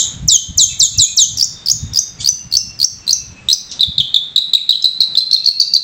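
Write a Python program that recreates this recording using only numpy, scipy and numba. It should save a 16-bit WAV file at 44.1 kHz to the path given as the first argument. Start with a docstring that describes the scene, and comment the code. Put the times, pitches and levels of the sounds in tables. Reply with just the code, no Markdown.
"""A caged songbird sings close to a phone under a hard-walled porch: harmonic sums glide down in two-toned
whistles with treble splatter, step through trills of short pips, then sweep through quick paired chips.
Decaying noise echoes it off cage and walls; other birds whistle and churr with smeared harmonics, heard directly
and with relatively more echo; shaped noise makes the wind puffs on the microphone and the outdoor murmur.
The phone's gain control ducks on each loud note and recovers slowly; the loudest peaks clip."""
import sys
import numpy as np
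from scipy import signal
from scipy.fft import rfft, irfft, next_fast_len
from scipy.io import wavfile
from scipy.ndimage import uniform_filter1d, minimum_filter1d, map_coordinates
from numba import njit

SR = 44100
rng = np.random.default_rng(int(sys.argv[2]) if len(sys.argv) > 2 else 0)


def level_to_linear(level):
    """Convert decibel levels to linear amplitude factors, elementwise."""
    exponent = np.asarray(level, float) / 20
    return 10 ** exponent


def int16_out(signal):
    """Quantize to a 16-bit WAV file."""
    q = np.round(np.clip(np.atleast_2d(signal).T, -1, 1) * 32767)
    wavfile.write(sys.argv[1], SR, q.astype(np.int16))


N = 257103
LEAD = SR // 5  # samples sung before time zero


def unit(x):
    """Normalization: scales a signal to rms 1."""
    return x / np.sqrt(np.mean(x ** 2) + 1e-20)


def along(points, hz):
    """Logarithmic frequency scale: reads (hz, value) points between their frequencies."""
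    point_hz, value = np.transpose(points)
    return np.interp(np.log(hz + 1), np.log(point_hz + 1), value)


def wobble(rate, n=N):
    """Band-limited random modulation: a smooth curve through `rate` random knots a second."""
    return map_coordinates(rng.standard_normal(n // 20 + 4), [np.arange(n) * rate / SR])


def coloured(spectrum, size=N):
    """Spectral shaping: white noise filtered to the given spectrum, at rms 1."""
    m = next_fast_len(size)
    gain = level_to_linear(along(spectrum, np.fft.rfftfreq(m, 1 / SR)))
    return unit(irfft(rfft(rng.standard_normal(m)) * gain, m)[:size])


def add(track, start_s, sound):
    """Superposition: adds a sound to the track at its start time."""
    part = track[LEAD + round(start_s * SR):][:len(sound)]
    part += sound[:len(part)]


# resonance of beak and throat: frequency_hz, gain_db
BEAK_GAIN = [(1500, -52), (2300, -14.5), (3500, 8.5), (5000, 5.5), (7600, 6), (8600, -2.5), (10500, -10.5),
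             (15000, 4.5)]


def partials(hz, levels_db, rough):
    """Source and filter: harmonics weighted by the beak; uneven airflow smears the high ones most."""
    phase = 2 * np.pi * (np.cumsum(hz) / SR + rng.random())
    out = 0
    for k, db in enumerate(levels_db, 1):
        smear = rough * k ** 1.692 * wobble(600, len(hz))  # radians
        gain = level_to_linear(db + along(BEAK_GAIN, k * hz) + 2.09 * smear)
        audible = k * hz < SR / 2  # no partial may alias
        out = out + gain * audible * np.sin(k * phase + smear)
    return out


# shape of one falling whistle, before its stretch and bend: time_ms, pitch_hz, fundamental_db, octave_db
WHISTLE_SHAPE = [(0, 7800, -26, -27), (8, 6900, -17, -27), (12, 5900, -3, -42), (21, 4500, -9, -40),
                 (26, 3980, -5, -10), (42, 3700, -10, -3.5), (62, 3400, -14, -1.5), (85, 3140, -19, -5),
                 (98, 3090, -23, -36)]
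# falling whistles: start_s, level_db, end pitch factor (ratio), slow part's length factor (ratio),
# change of the fundamental at the end_db
WHISTLE_NOTES = [(-.09, 2.5, 0.99, 0.8, 0), (0.275, 2, 1.0, 1.05, 17), (0.572, 3, 1, 0.8, -3),
                 (0.7908, 1, 1.01, .8, -4), (0.9735, 0, 1.02, 0.9, -3), (1.164, 1.5, 0.955, 0.9, 2)]
# treble splatter of overload above the whistle: frequency_hz, relative density_db
SPLATTER_SPECTRUM = [(7000, -45), (8500, 0.5), (10500, -2), (14000, -3)]


def whistles():
    """Frequency glide: a fast drop slows down while the octave takes over, under treble overload splatter."""
    knee_ms = 26  # where the fast drop turns into the slow part
    out = np.zeros(N + LEAD)
    ms, hz, first_db, octave_db = np.transpose(WHISTLE_SHAPE)
    for start_s, db, factor, stretch, end_db in WHISTLE_NOTES:
        when = np.where(ms > knee_ms, knee_ms + stretch * (ms - knee_ms), ms)
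        t = np.arange(round(when[-1] * SR / 1e3)) / SR * 1e3  # ms
        u = t / when[-1]  # share of the note
        first = np.interp(t, when, first_db) + end_db * u ** 5
        octave = np.interp(t, when, octave_db)
        pitch = np.interp(t, when, hz) * factor ** u
        levels = [first, octave, octave - 18 - 20 * u, octave - 28]
        tone = partials(pitch, levels, rough=.1)
        splatter = level_to_linear(-34 + 3.7 * wobble(250, len(t))) * coloured(SPLATTER_SPECTRUM, size=len(t))
        splatter = splatter * np.clip(t / knee_ms, 0, 1) ** 2
        flutter = level_to_linear(db + 1.88 * wobble(126.0, len(t))) * signal.windows.tukey(len(t), .1)
        add(out, start_s, flutter * (tone + splatter))
    return out


# typical decay of the porch, scattered from pitch to pitch: frequency_hz, t60_s
PORCH_DECAY = [(2500, 0.45), (6000, 0.32), (14000, 0.28)]


def porch(x):
    """Reverberation: strong early echoes from cage and wall, then a tail in which some pitches ring on.

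    The random tail is redrawn every 0.1 s, cross-faded.
    """
    step = SR // 10
    fade = np.hanning(2 * step + 1)[:-1]
    out = np.zeros(len(x) + SR + 3 * step)
    x = np.pad(x, (step, 2 * step))
    for start in range(0, len(x) - 2 * step, step):
        hz, t, z = signal.stft(rng.standard_normal(SR // 2), SR, nperseg=512)
        t60 = along(PORCH_DECAY, hz) * np.exp(.15 * rng.standard_normal(len(hz)))
        tail = signal.istft(z * level_to_linear(-60 * t / t60[:, None]), SR, nperseg=512)[1]
        age = np.arange(len(tail)) / SR
        early = (age > .002) * (1 + 2.02 * np.exp(-age / 0.0053))
        tail = tail * early * level_to_linear(1.26 * wobble(145.4, len(tail)))
        wet = signal.fftconvolve(x[start:start + 2 * step] * fade, tail / np.linalg.norm(tail))
        out[start:start + len(wet)] += wet
    return out[step:len(x) - 2 * step]


# wind on the microphone: time_s, level_db
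WIND_LEVEL = [(0, -51), (.07, -35), (.25, -22), (.39, -31.5), (.47, -28), (.9, -26.5), (.95, -15.5),
              (1.08, -39.5), (1.35, -27.5), (1.6, -44), (1.8, -24), (1.92, -25), (1.97, -42), (2.69, -31),
              (2.77, -41), (3.5, -37.5), (3.56, -56), (3.85, -53), (3.891, -14.5), (3.929, -49), (4.0, -17),
              (4.12, -52)]
# outdoor murmur: frequency_hz, relative density_db
MURMUR_SPECTRUM = [(90, -10), (170, -3.5), (420, -16), (2000, -20), (8000, -29), (10000, -85.5)]
# wind rumble: frequency_hz, relative density_db
RUMBLE_SPECTRUM = [(25, -16), (60, 1.5), (125, 4.5), (260, -13), (600, -62.5)]


def wind():
    """Turbulence noise: low rumble in short puffs over a steady outdoor murmur."""
    time_s, db = np.transpose(WIND_LEVEL)
    puffs = unit(level_to_linear(4 * wobble(30)) * coloured(RUMBLE_SPECTRUM))
    murmur = level_to_linear(-41.5 + 1.2 * wobble(8)) * coloured(MURMUR_SPECTRUM)
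    return level_to_linear(np.interp(np.arange(N) / SR, time_s, db)) * puffs + murmur


# distant whistles, before the beak's gain: start_s, length_s, start_hz, end_hz, level_db
DISTANT_WHISTLES = [(.685, 0.063, 2680, 2560, -22), (.7, 0.067, 2350, 2220, -24),
                    (.94, 0.063, 2680, 2664, -21), (1.02, 0.076, 2485, 2440, -22),
                    (2.28, 0.53, 2827, 2704, -42), (2.92, 0.75, 2726, 2470, -37),
                    (1.35, .8, 3626, 3702, -47), (5.3, 0.55, 2650, 2720, -39.5)]


def distant_birds():
    """Amplitude and frequency modulation: single-partial glides with soft ends and an unsteady level."""
    out = np.zeros(N + LEAD)
    for start_s, length_s, start_hz, end_hz, db in DISTANT_WHISTLES:
        u = np.linspace(0, 1, round(length_s * SR))
        pitch = (start_hz + (end_hz - start_hz) * u) * (1 + 0.006 * wobble(65.3, len(u)))
        swell = level_to_linear(db + 4.7 * wobble(60.1, len(u))) * np.sin(np.pi * u) ** .5
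        add(out, start_s, swell * partials(pitch, [0], rough=.45))
    return out


def pip(start_hz, end_hz, nominal_ms, levels_db, rough, hiss_db, flick_db, stepped=False):
    """Two-sided syrinx: a short hissing note steps or glides, and the other side adds an upward flick.

    Overtones grow as it settles. A glide starts half its sweep before start_hz and overshoots end_hz.
    """
    u = np.linspace(0, 1, round(nominal_ms * SR / 1e3 * 1.2))  # lasts 1.2 times its nominal length
    if stepped:
        bend = .5 + .5 * np.tanh((u - .42) / .1)
        attack, release = .9 / nominal_ms, .45  # shares of the note
    else:
        bend = 1.635 * (1 - (1 - u) ** 2) - .5
        attack, release = 1.1 / nominal_ms, .38
    pitch = start_hz + (end_hz - start_hz) * bend
    shape = np.clip(u / attack, 0, 1) ** 2 * np.clip((1 - u) / release, 0, 1) ** 1.96
    hiss = level_to_linear(hiss_db - 10 * u) * coloured(BEAK_GAIN, size=len(u))
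    flick = partials(pitch * (1 + .5 * u ** 4), [0], 3 * rough)
    flick = level_to_linear(flick_db) * np.sin(np.pi * u ** 4) ** 2 * flick
    unsettled_db = 20 * np.clip(.5 - u, 0, 1)
    levels_db = [db - unsettled_db * (k > 0) for k, db in enumerate(levels_db)]
    return shape * (partials(pitch, levels_db, rough) + hiss) + flick


TRILL_NOTES = [(1.383, 13.5, 5180, 4770, -12.5, -12.5), (1.6701, 14, 4545, 5400, -14, -15.5),
               (1.945, 13.2, 4900, 5020, -17.5, -20), (2.2446, 14.3, 4450, 4900, -14, None),
               (2.524, 13.7, 4430, 4526, -12.5, -27), (2.8, 13.8, 4440, 4740, -13, -23),
               (3.0774, 15, 4115, 4840, -11.5, -26.5), (3.486, 13.5, 3820, 4145, -8, None)]
# high notes that end the trills: start_s, start_hz, end_hz, level_db
TRILL_ENDINGS = [(1.4254, 5350, 5850, 1.5), (1.441, 6200, 7100, -5.5), (1.7138, 6240, 6850, 0),
                 (1.9883, 5880, 6450, 0), (2.288, 6000, 6120, 5), (2.568, 5260, 6200, 6),
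                 (2.8434, 5510, 6250, 6.5), (3.129, 6240, 5630, 4), (3.5278, 4850, 6160, 6)]


def trills():
    """Stepped pitch: hoarse pips swell toward the third; the ending notes step and last longer."""
    climb, swell, third_db = 0.31, 0.57, -5  # middle pip's shares of the way to the third; third's level
    lead_in_ms, lead_in_ratio = 11, 1.13  # time before the first pip; pitch over it
    hoarse = .14
    out, pips = np.zeros(N + LEAD), []
    for start_s, gap_ms, first_hz, third_hz, first_db, lead_in_db in TRILL_NOTES:
        gap_s = gap_ms / 1e3
        middle_hz = first_hz + climb * (third_hz - first_hz)
        middle_db = first_db + swell * (third_db - first_db)
        pips += [(start_s, first_hz, first_db),
                 (start_s + gap_s, middle_hz, middle_db),
                 (start_s + 2 * gap_s, third_hz, third_db)]
        if lead_in_db is not None:
            pips.append((start_s - lead_in_ms / 1e3, first_hz * lead_in_ratio, lead_in_db))
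    for start_s, hz, db in pips:
        rise = 0.061 if hz > 5150 else 0.03  # share of the pitch stepped up on either side of it
        note = pip(hz * (1 - rise), hz * (1 + rise), 6.1, [0, -10, -19], hoarse,
                   hiss_db=-8.5, flick_db=-19, stepped=True)
        add(out, start_s, level_to_linear(db) * note)
    for start_s, start_hz, end_hz, db in TRILL_ENDINGS:
        note = pip(start_hz, end_hz, 6.84, [0, -24, -19], hoarse,
                   hiss_db=-18.5, flick_db=-19, stepped=True)
        add(out, start_s, level_to_linear(db) * note)
    return out


# neighbouring bird's harsh churrs: start_s, length_s, start_hz, end_hz, level_db
CHURR_NOTES = [(2.183, 0.055, 1140, 1190, -44), (3.688, 0.06, 930, 1010, -41)]
# partials 1-7 of a churr, before the crack's changes and the beak's gain: level_db
CHURR_LEVELS = [-48, 20, 5, 5, 2, 4, -6]


def neighbour():
    """Period doubling: a nasal note cracks, halfway pitches break in, partial 2 sinks, the level stutters."""
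    crack_at, crack_db, rough = 0.31, 12.5, 0.12  # share of the note, change of partials, hoarseness
    out = np.zeros(N + LEAD)
    for start_s, length_s, start_hz, end_hz, db in CHURR_NOTES:
        u = np.linspace(0, 1, round(length_s * SR))
        pitch = (start_hz + (end_hz - start_hz) * u ** 2) * (1 + 0.004 * wobble(120, len(u)))
        crack = np.clip((u - crack_at) / 0.071, 0, 1)
        levels = []
        for k, partial_db in enumerate(CHURR_LEVELS, 1):
            odd_cut = crack_db * (1 - crack) * (k % 2)  # odd partials wait for the crack
            second_cut = crack_db * crack * (k == 2)
            levels.append(partial_db - odd_cut - second_cut)
        stutter = level_to_linear(db + 5 * wobble(160, len(u))) * signal.windows.tukey(len(u), .3)
        add(out, start_s, stutter * partials(pitch, levels, rough * (.5 + crack)))
    return out


# paired chips: start_s, gap_ms, first_hz, second_hz, level_db
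CHIP_PAIRS = [(3.807, 22.2, 3974, 3610, -2), (3.98, 20.2, 3800, 3337, -3.5), (4.142, 18, 3675, 3590, -1),
              (4.36, 17.7, 3810, 3910, 2), (4.534, 14.7, 3790, 3873, 7), (4.6912, 14.7, 3900, 3985, 4),
              (4.8421, 12.5, 3992, 4026, 3.5), (5.0039, 11.7, 4200, 3978, 2), (5.172, 12, 4092, 4124, 3.5),
              (5.3288, 14, 4320, 4170, 5.5), (5.4586, 13, 4440, 4307, 0), (5.5987, 14, 4616, 4450, 5.5),
              (5.736, 13.4, 4640, 4560, 4)]
# short grace chips before a pair: start_s, pitch_hz, upward sweep_hz, level_db
GRACE_CHIPS = [(3.793, 3750, -300, -16.5), (4.822, 5100, 495.5, -15), (5.152, 3680, -100, -7),
               (5.3111, 4045, 311.5, -4), (5.443, 4180, 916, -10)]
# third chips after a pair, and one echo (at 4.754 s): start_s, pitch_hz, level_db
THIRD_CHIPS = [(5.033, 4014, -2), (5.362, 3770, -4), (5.4853, 4310, 7), (4.754, 3954, -4.5),
               (5.623, 3990, -7), (5.763, 4150, 6)]
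# short falling tails after chips: start_s, nominal start_hz, level_db
FALLING_TAILS = [(4.576, 2630, -6.5), (4.725, 3670, -8), (5.202, 4070, -15.5)]


def chips():
    """Sum tones: paired sweeps whose octave grows with effort; under each second chip the other side of
    the syrinx hums low, and the two pitches add up to a high tone."""
    level_hz, first_sweep, second_sweep = 4293, 1, 0.51  # a level chip's pitch; sweep per Hz above it
    grace_ms, first_ms, second_ms, third_ms, tail_ms = 4, 6.5, 8, 5.7, 11  # nominal lengths
    hum_hz, sum_top_hz = 2470, 6360  # the high tone climbs no further
    first_brighter_db = 6.5  # for the octave of first and grace chips; twice that for their flick
    tail_fall = 0.834  # nominal end pitch over start pitch

    # notes: start_s, pitch_hz, sweep_hz, level_db, nominal length_ms, bright_db
    notes = [(s, hz, sweep, db, grace_ms, first_brighter_db) for s, hz, sweep, db in GRACE_CHIPS]
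    notes += [(s, hz, -110, db, third_ms, 0) for s, hz, db in THIRD_CHIPS]
    notes += [(s, hz * (1 + tail_fall) / 2, hz * (tail_fall - 1), db, tail_ms, 0)
              for s, hz, db in FALLING_TAILS]
    for start_s, gap_ms, first_hz, second_hz, db in CHIP_PAIRS:
        second_s = start_s + gap_ms / 1e3
        above = second_hz - level_hz  # low chips sweep down, high ones up
        shorter_ms = 5 * above / 1e3
        hum_db = -23 - 11.5 * above / 1e3  # fades under high chips
        sum_hz = min(hum_hz + second_hz, sum_top_hz)
        notes += [(start_s, first_hz, first_sweep * (first_hz - level_hz), db, first_ms, first_brighter_db),
                  (second_s, second_hz, second_sweep * above, db, second_ms - shorter_ms, 0),
                  (second_s, hum_hz, 0, db + hum_db, second_ms, 0),
                  (second_s, sum_hz, 0, db - 30, second_ms, 0)]

    out = np.zeros(N + LEAD)
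    for start_s, hz, sweep, db, ms, bright_db in notes:
        levels = [0, -26 + bright_db + db / 2, -33, -33]
        # higher chips flick harder
        flick_db = min(-19.5 + 4.5 * (hz - level_hz) / 1e3 + 2 * bright_db, -3)
        note = pip(hz - sweep / 2, hz + sweep / 2, ms, levels, rough=.06, hiss_db=-23, flick_db=flick_db)
        add(out, start_s, level_to_linear(db) * note)
    return out


def scene():
    """Direct and reverberant sound: other birds carry relatively more echo than the near song; wind has none."""
    song = whistles() + trills() + chips()
    far = distant_birds() + neighbour()
    echoes = porch(level_to_linear(-3.0) * song + far)
    birds = (song + far + echoes)[LEAD:]
    return (birds + wind())[None]


@njit
def follow(level, floor, attack, release):
    """Envelope detection: a one-pole follower that rises fast and sinks slowly, never below the floor."""
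    out, now = np.empty_like(level), floor
    for i in range(len(level)):
        goal = max(level[i], floor)
        now += (goal - now) * (attack if goal > now else release)
        out[i] = now
    return out


def top_cut(x):
    """Nothing passes above the cut-off."""
    return signal.sosfilt(signal.butter(12, 15970, fs=SR, output="sos"), x)


def record(dry):
    """Dynamic compression: gain ducks on loud notes, a fast limiter eases their starts, the rest clips."""
    knee = level_to_linear(-5.0)
    attack_s, release_s = 0.00073, .09
    level = follow(np.abs(dry[0]), knee, 1 / (attack_s * SR), 1 / (release_s * SR))
    x = dry * (knee / level) ** 0.78
    span = SR // 1500  # samples the limiter looks across
    needed = 1 / np.maximum(np.abs(x) / 1.13, 1)
    x = x * uniform_filter1d(minimum_filter1d(needed, span), span)
    clipped = np.clip(x, -1.05, 1.05)
    lowpass = signal.butter(12, 16000, fs=SR, output="sos")
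    return top_cut(signal.sosfiltfilt(lowpass, clipped))


dry = scene()
out = record(dry)
int16_out(out)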